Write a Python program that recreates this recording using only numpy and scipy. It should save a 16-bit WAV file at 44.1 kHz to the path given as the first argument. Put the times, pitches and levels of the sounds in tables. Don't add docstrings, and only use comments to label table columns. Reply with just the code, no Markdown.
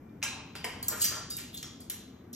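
import sys
import numpy as np
from scipy import signal
from scipy.fft import rfft, irfft, next_fast_len
from scipy.io import wavfile

SR = 44100
rng = np.random.default_rng(int(sys.argv[2]) if len(sys.argv) > 2 else 0)


def wav_out(sig):
    wavfile.write(sys.argv[1], SR, np.round(np.clip(np.atleast_2d(sig).T, -1, 1) * 32767).astype(np.int16))


def voltage_ratio(decibels):
    exponent = np.asarray(decibels, float) / 20
    return 10 ** exponent


N = 103635

# f/Hz, level/dB, time to fade by 60 dB/s
RAIL_MODES = [(2834, 26, 0.45), (3215, 24, 0.37), (3370, 19.5, 0.14), (3630, 4, 0.15), (3570, -10, 0.29),
              (3950, -13, 1), (3985, 6.5, 0.53), (4720, -9, 0.73), (4550, -15, 1), (4660, -13, 0.42),
              (5000, 6, 0.133), (5300, -19, 0.24)]


def unit(x):
    return x / np.sqrt(np.mean(x ** 2) + 1e-20)


def along(points, hz):
    f, value = np.transpose(points)
    return np.interp(np.log(hz + 1), np.log(f + 1), value)


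def filtered(x, response):
    size = next_fast_len(x.shape[-1] + 4096)
    spectrum = rfft(x, size) * response(np.fft.rfftfreq(size, 1 / SR))
    return irfft(spectrum, size)[..., :x.shape[-1]]


def resonance(width):
    def response(hz, centre):
        damping = 1j * hz * width * centre
        return (damping / (centre ** 2 - hz ** 2 + damping)) ** 2
    return response


def house():
    # f/Hz, level/dB
    rumble_colour = [(15, -34), (25, -24), (69, -9), (229, -6), (450, -16), (515, -22), (743, -25.5),
                     (2360, -39), (2500, -53), (3250, -81), (5500, -120)]
    # f/Hz, width/Hz, lift/dB
    hums = [(85, 14.1, 4.5), (118.6, 9.6, 5), (264.5, 85, 4)]
    # t/s, level/dB
    sway = [(0, -59.5), (.6, -53.5), (1.2, -54), (1.7, -59.5), (2.35, -62)]
    # f/Hz, level/dB
    hiss_colour = [(1500, 7), (2300, 1), (4000, -12), (6200, -7), (7000, -13), (8000, -11), (12500, -8),
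                   (14800, -5)]

    def rumble_response(hz):
        lift = sum(db / (1 + (2 * (hz - centre) / width) ** 2) for centre, width, db in hums)
        return voltage_ratio(along(rumble_colour, hz) + lift)

    def hiss_response(hz):
        return voltage_ratio(along(hiss_colour, hz)) * (hz > 1000) * (hz < 14400)

    rumble = unit(filtered(rng.standard_normal((2, N)), rumble_response))
    s, db = np.transpose(sway)
    sway_share, sway_top_hz = 0.66, 174
    swell = voltage_ratio(sway_share * (np.interp(np.arange(N) / SR, s, db) - db.mean()))
    lows = filtered(rumble, lambda hz: 1 / (1 + (hz / sway_top_hz) ** 4))
    rumble = rumble + (swell - 1) * lows
    hiss = unit(filtered(rng.standard_normal((2, N)), hiss_response))
    mid, side = voltage_ratio(-50) * rumble + voltage_ratio(-71.5) * hiss
    side = voltage_ratio(4) * side
    return np.array([mid + side, mid - side])


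def room(x):
    # f/Hz, time to fade by 60 dB/s
    fade_times = [(500, 0.52), (1300, 0.6), (3500, 0.82), (8000, 0.41), (14000, 0.3)]
    gap_s = 0.0013
    hz, t, z = signal.stft(rng.standard_normal((2, SR * 3 // 5)), SR, nperseg=256)
    fading = voltage_ratio(-60 * t / along(fade_times, hz)[:, None])
    tail = signal.istft(z * fading, SR, nperseg=256)[1]
    tail = tail * (1 - np.exp(-np.arange(tail.shape[1]) / SR / gap_s))
    return signal.fftconvolve(x[None], tail / np.linalg.norm(tail[0]), axes=1)


def contacts(rows, colour, modes, level_db, ring_db, room_db):
    rise_share, lumpy_db, longest_ring_s, scatter_db = .3, 3.5, .42, 3
    out, t = np.zeros(N + SR), np.arange(SR // 3) / SR
    hz, gain_db, t60 = np.transpose(modes)[:, :, None]
    bank = voltage_ratio(gain_db - 60 * t / np.minimum(t60, longest_ring_s)) * np.sin(2 * np.pi * hz * t)
    for s, db, centre, ms in rows:
        length = ms / 1000
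        lumps = voltage_ratio(lumpy_db * np.repeat(rng.standard_normal(len(t) // 30), 30))
        shape = (1 - np.exp(-t / (rise_share * length))) * np.exp(-t / length)
        noise = rng.standard_normal(len(t)) * lumps * shape
        burst = filtered(noise, lambda f: colour(f, centre))
        burst = burst / np.linalg.norm(burst)
        struck = voltage_ratio(rng.normal(0, scatter_db, len(bank))) @ bank
        ring = signal.fftconvolve(burst[:4000], struck)[:len(t)]
        sound = burst + voltage_ratio(ring_db) * ring / np.linalg.norm(ring)
        strength = voltage_ratio(db + level_db) * np.sqrt(length * SR / 8)
        out[round(s * SR):][:len(t)] += strength * sound
    return out[:N] + voltage_ratio(room_db) * room(out[:N])[:, :N]


def singing_wires():
    # t/s, peak level/dB, pitch f/Hz, contact/ms
    pings = [(0.002, -71.5, 2370, 99), (0.227, -30, 2112, 1.7), (0.643, -36, 1854, 9.5),
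             (1.330, -37, 4870, 17), (0.915, -37.5, 1416, 15), (1.120, -39, 1356, 29),
             (0.228, -32, 6240, 13), (0.228, -45, 5000, 6), (0.258, -37, 2343, 3.8),
             (0.244, -36, 1629, 12.6), (0.556, -47, 4780, 85), (0.644, -44, 4770, 35),
             (0.883, -18.5, 12970, 5.7), (0.883, -23, 7460, 3.5), (0.884, -26, 11700, 4.2),
             (1.013, -26.5, 13000, 9), (1.016, -19, 8180, 13), (1.014, -27, 6570, 11),
             (1.005, -31.5, 4655, 38), (1.039, -23, 12560, 4), (1.040, -19.5, 5850, 7.1),
             (1.042, -30, 4710, 43), (1.060, -35.5, 6560, 46), (1.060, -29, 6130, 20.3),
             (1.170, -40, 4700, 21), (1.300, -36.5, 4806, 31), (1.300, -44.5, 3737, 58),
             (1.530, -44.5, 3500, 18), (1.570, -47, 6500, 9), (1.628, -41.5, 3296, 9.3)]
    return contacts(pings, resonance(.025), RAIL_MODES, level_db=1.5, ring_db=-17, room_db=-5)


def wire_rattles():
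    # t/s, peak level/dB, centre f/Hz, contact/ms
    rattles = [(0.227, -23.5, 6460, 6), (0.232, -25.5, 8310, 8.2), (0.552, -36.5, 9000, 6.4),
               (0.552, -40, 3640, 9.5), (0.642, -27, 8460, 7.1), (0.826, -25.5, 10050, 5),
               (0.093, -63, 4000, 1.7), (0.882, -15, 8470, 3), (0.882, -20.5, 13000, 3.9),
               (0.960, -39, 8900, 35), (0.994, -30, 7700, 17), (1.006, -26.5, 8800, 14),
               (1.016, -16.5, 8700, 7), (1.016, -31, 14000, 9.1), (1.045, -26.5, 14700, 13),
               (1.039, -21, 11100, 10.4), (1.040, -25, 6370, 14), (1.065, -37, 8400, 17),
               (1.145, -35.5, 6760, 22), (1.300, -28, 8900, 11.7), (1.627, -30, 6830, 3.1),
               (1.366, -26, 10600, 5.7), (1.385, -34.5, 7750, 11), (1.525, -48, 11100, 30),
               (1.542, -34.5, 10300, 9.7), (1.570, -35.5, 7250, 8.3), (1.572, -43, 12500, 8.2),
               (1.627, -32.5, 10500, 2.6), (1.802, -41, 8900, 10.5), (1.640, -47, 5300, 20),
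               (1.898, -22, 10000, 4.55), (2.329, -35, 10200, 7.2), (2.329, -43, 5770, 25),
               (1.899, -33.5, 5250, 4.8)]
    # f/Hz, level/dB, time to fade by 60 dB/s
    wire_modes = [(5850, 0, .2), (5914, -4, .35), (6179, -5, .35), (6581, -4, .42), (6653, -4, .4),
                  (7280, -4, .2), (7600, -4, .2), (7948, -4, .25), (8350, -5, .2), (11920, -8, .12),
                  (12829, -6, .15)]
    # f/Hz, level/dB
    rattle_colour = [(3500, 5), (5500, -0.5), (8500, -2), (11000, 2.5), (13000, -7), (14300, -2.5),
                     (15500, -8)]
    broad = resonance(.6)

    def colour(hz, centre):
        return voltage_ratio(along(rattle_colour, hz)) * broad(hz, centre)

    return contacts(rattles, colour, wire_modes, level_db=2, ring_db=-17, room_db=2)


def frame_knocks():
    # t/s, peak level/dB, centre f/Hz, contact/ms
    knocks = [(0.218, -39, 2430, 2.8), (0.227, -16, 2260, 1.02), (0.258, -49, 2330, 1.7),
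              (0.553, -30, 1580, 1.8), (0.642, -21, 1920, 2.03), (0.882, -41.5, 1140, 19),
              (0.915, -35.5, 1430, 24), (1.035, -39, 1800, 30), (1.110, -36.5, 1300, 18),
              (1.158, -40, 1300, 13), (1.375, -41.5, 2290, 20), (1.627, -39, 1940, 2.6),
              (1.640, -43, 1430, 5), (1.898, -46, 1780, 19)]
    # f/Hz, level/dB, time to fade by 60 dB/s
    frame_modes = [(1094, 14.5, 0.42), (1300, -10, 0.1), (1396, 20, 0.26), (1620, 10.5, 0.57),
                   (1800, -7, 0.6), (2080, 3, 0.05), (2480, -13, 0.22)]
    return contacts(knocks, resonance(.9), frame_modes, level_db=1.5, ring_db=-12, room_db=3.5)


def tray_thumps():
    # t/s, peak level/dB, centre f/Hz, contact/ms
    thumps = [(0.228, -33, 950, 8), (0.553, -33.5, 575, 1.55), (0.642, -26.5, 700, 3.9),
              (0.912, -35, 487, 11.7), (1.111, -39, 530, 10.3), (1.160, -40.5, 620, 14),
              (0.300, -45.5, 865, 70), (0.700, -48.5, 780, 100)]
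    # f/Hz, level/dB, time to fade by 60 dB/s
    tray_modes = [(494, 15, 0.77), (620, 18, 0.083), (790, 3, 0.33), (896, 4, 0.44)]
    return contacts(thumps, resonance(.8), tray_modes, level_db=0.5, ring_db=-13.5, room_db=4)


def rail_plucks():
    # t/s, peak level/dB, centre f/Hz, contact/ms
    plucks = [(0.228, -35, 3020, 21), (0.274, -32, 3950, 10), (0.552, -56, 3040, 16),
              (0.556, -41, 4840, 16), (0.643, -33.5, 5060, 12), (0.827, -32.5, 4470, 7.4),
              (0.900, -34.5, 4530, 16), (1.006, -26, 4590, 30), (1.010, -37, 2990, 37),
              (1.041, -23.5, 5000, 6.4), (1.060, -34, 3230, 6.7), (1.134, -42, 3200, 15),
              (1.300, -35, 4730, 13), (1.385, -42, 4250, 25), (1.530, -41.5, 3630, 35),
              (1.568, -37.5, 4250, 17), (1.627, -38, 3370, 10.7), (1.801, -49, 4540, 20),
              (1.899, -40, 3360, 9.9), (2.329, -53.5, 3580, 15)]
    return contacts(plucks, resonance(.15), RAIL_MODES, level_db=1.5, ring_db=-8, room_db=-4)


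def scene():
    return house() + singing_wires() + wire_rattles() + frame_knocks() + tray_thumps() + rail_plucks()


def thinned(x):
    thin_from_hz, thin_db, jump_db = 8100, -13, 5
    hz, t, z = signal.stft(x, SR, nperseg=2048, window="cosine")
    bands = np.abs(z[:-1].reshape(32, 32, -1) ** 2).mean(axis=1)
    power = np.repeat(bands, 32, axis=0)
    rest = power[(hz[:-1] > 5000) & (hz[:-1] < 14000)].mean(axis=0)
    steady = rest < voltage_ratio(2 * jump_db) * np.roll(rest, 1)
    faint = power < voltage_ratio(2 * thin_db) * rest
    z[:-1] *= ~(faint & steady & (hz[:-1, None] > thin_from_hz))
    return signal.istft(z, SR, nperseg=2048, window="cosine")[1][:N]


def top_cut(x):
    return signal.sosfilt(signal.butter(12, 16970, fs=SR, output="sos"), x)


def record(dry):
    # f/Hz, share
    apart = [(60, 0.013), (330, 0.062), (750, 0.67), (1800, 0.092), (2700, 0.76), (5200, 0.44),
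             (9300, 0.45), (12000, 0.58), (13800, 0.037)]
    # f/Hz, phase/radians
    lead = [(0, 0), (950, -.4), (2000, 0), (3800, -1.1), (4500, -2.6), (5600, .4), (8500, 2.5), (9400, 3.1),
            (10600, 3.5), (13500, 6.28)]
    # f/Hz, level/dB
    louder = [(50, .2), (300, 2.2), (600, 5.5), (1100, 4.5), (1700, 0), (8000, 0)]
    # f/Hz, level/dB
    shared_dip = [(8200, 0), (8900, -10), (9500, -18), (10600, -13), (11400, 0)]

    def ports(hz):
        f, turn = np.transpose(lead)
        left = np.exp(1j * np.interp(hz, f, turn) / 2) * voltage_ratio(along(louder, hz) / 2)
        top = 1 / (1 + (hz / 16000) ** 120)
        return np.array([left, 1 / left]) * top

    mid = (dry[0] + dry[1]) / 2
    side = filtered((dry[0] - dry[1]) / 2, lambda hz: along(apart, hz))
    pair = filtered(np.array([mid + side, mid - side]), ports)
    shared = (pair[0] + pair[1]) / 2
    pair = pair - shared + thinned(filtered(shared, lambda hz: voltage_ratio(along(shared_dip, hz))))
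    return top_cut(pair)


dry = scene()
out = record(dry)
wav_out(out)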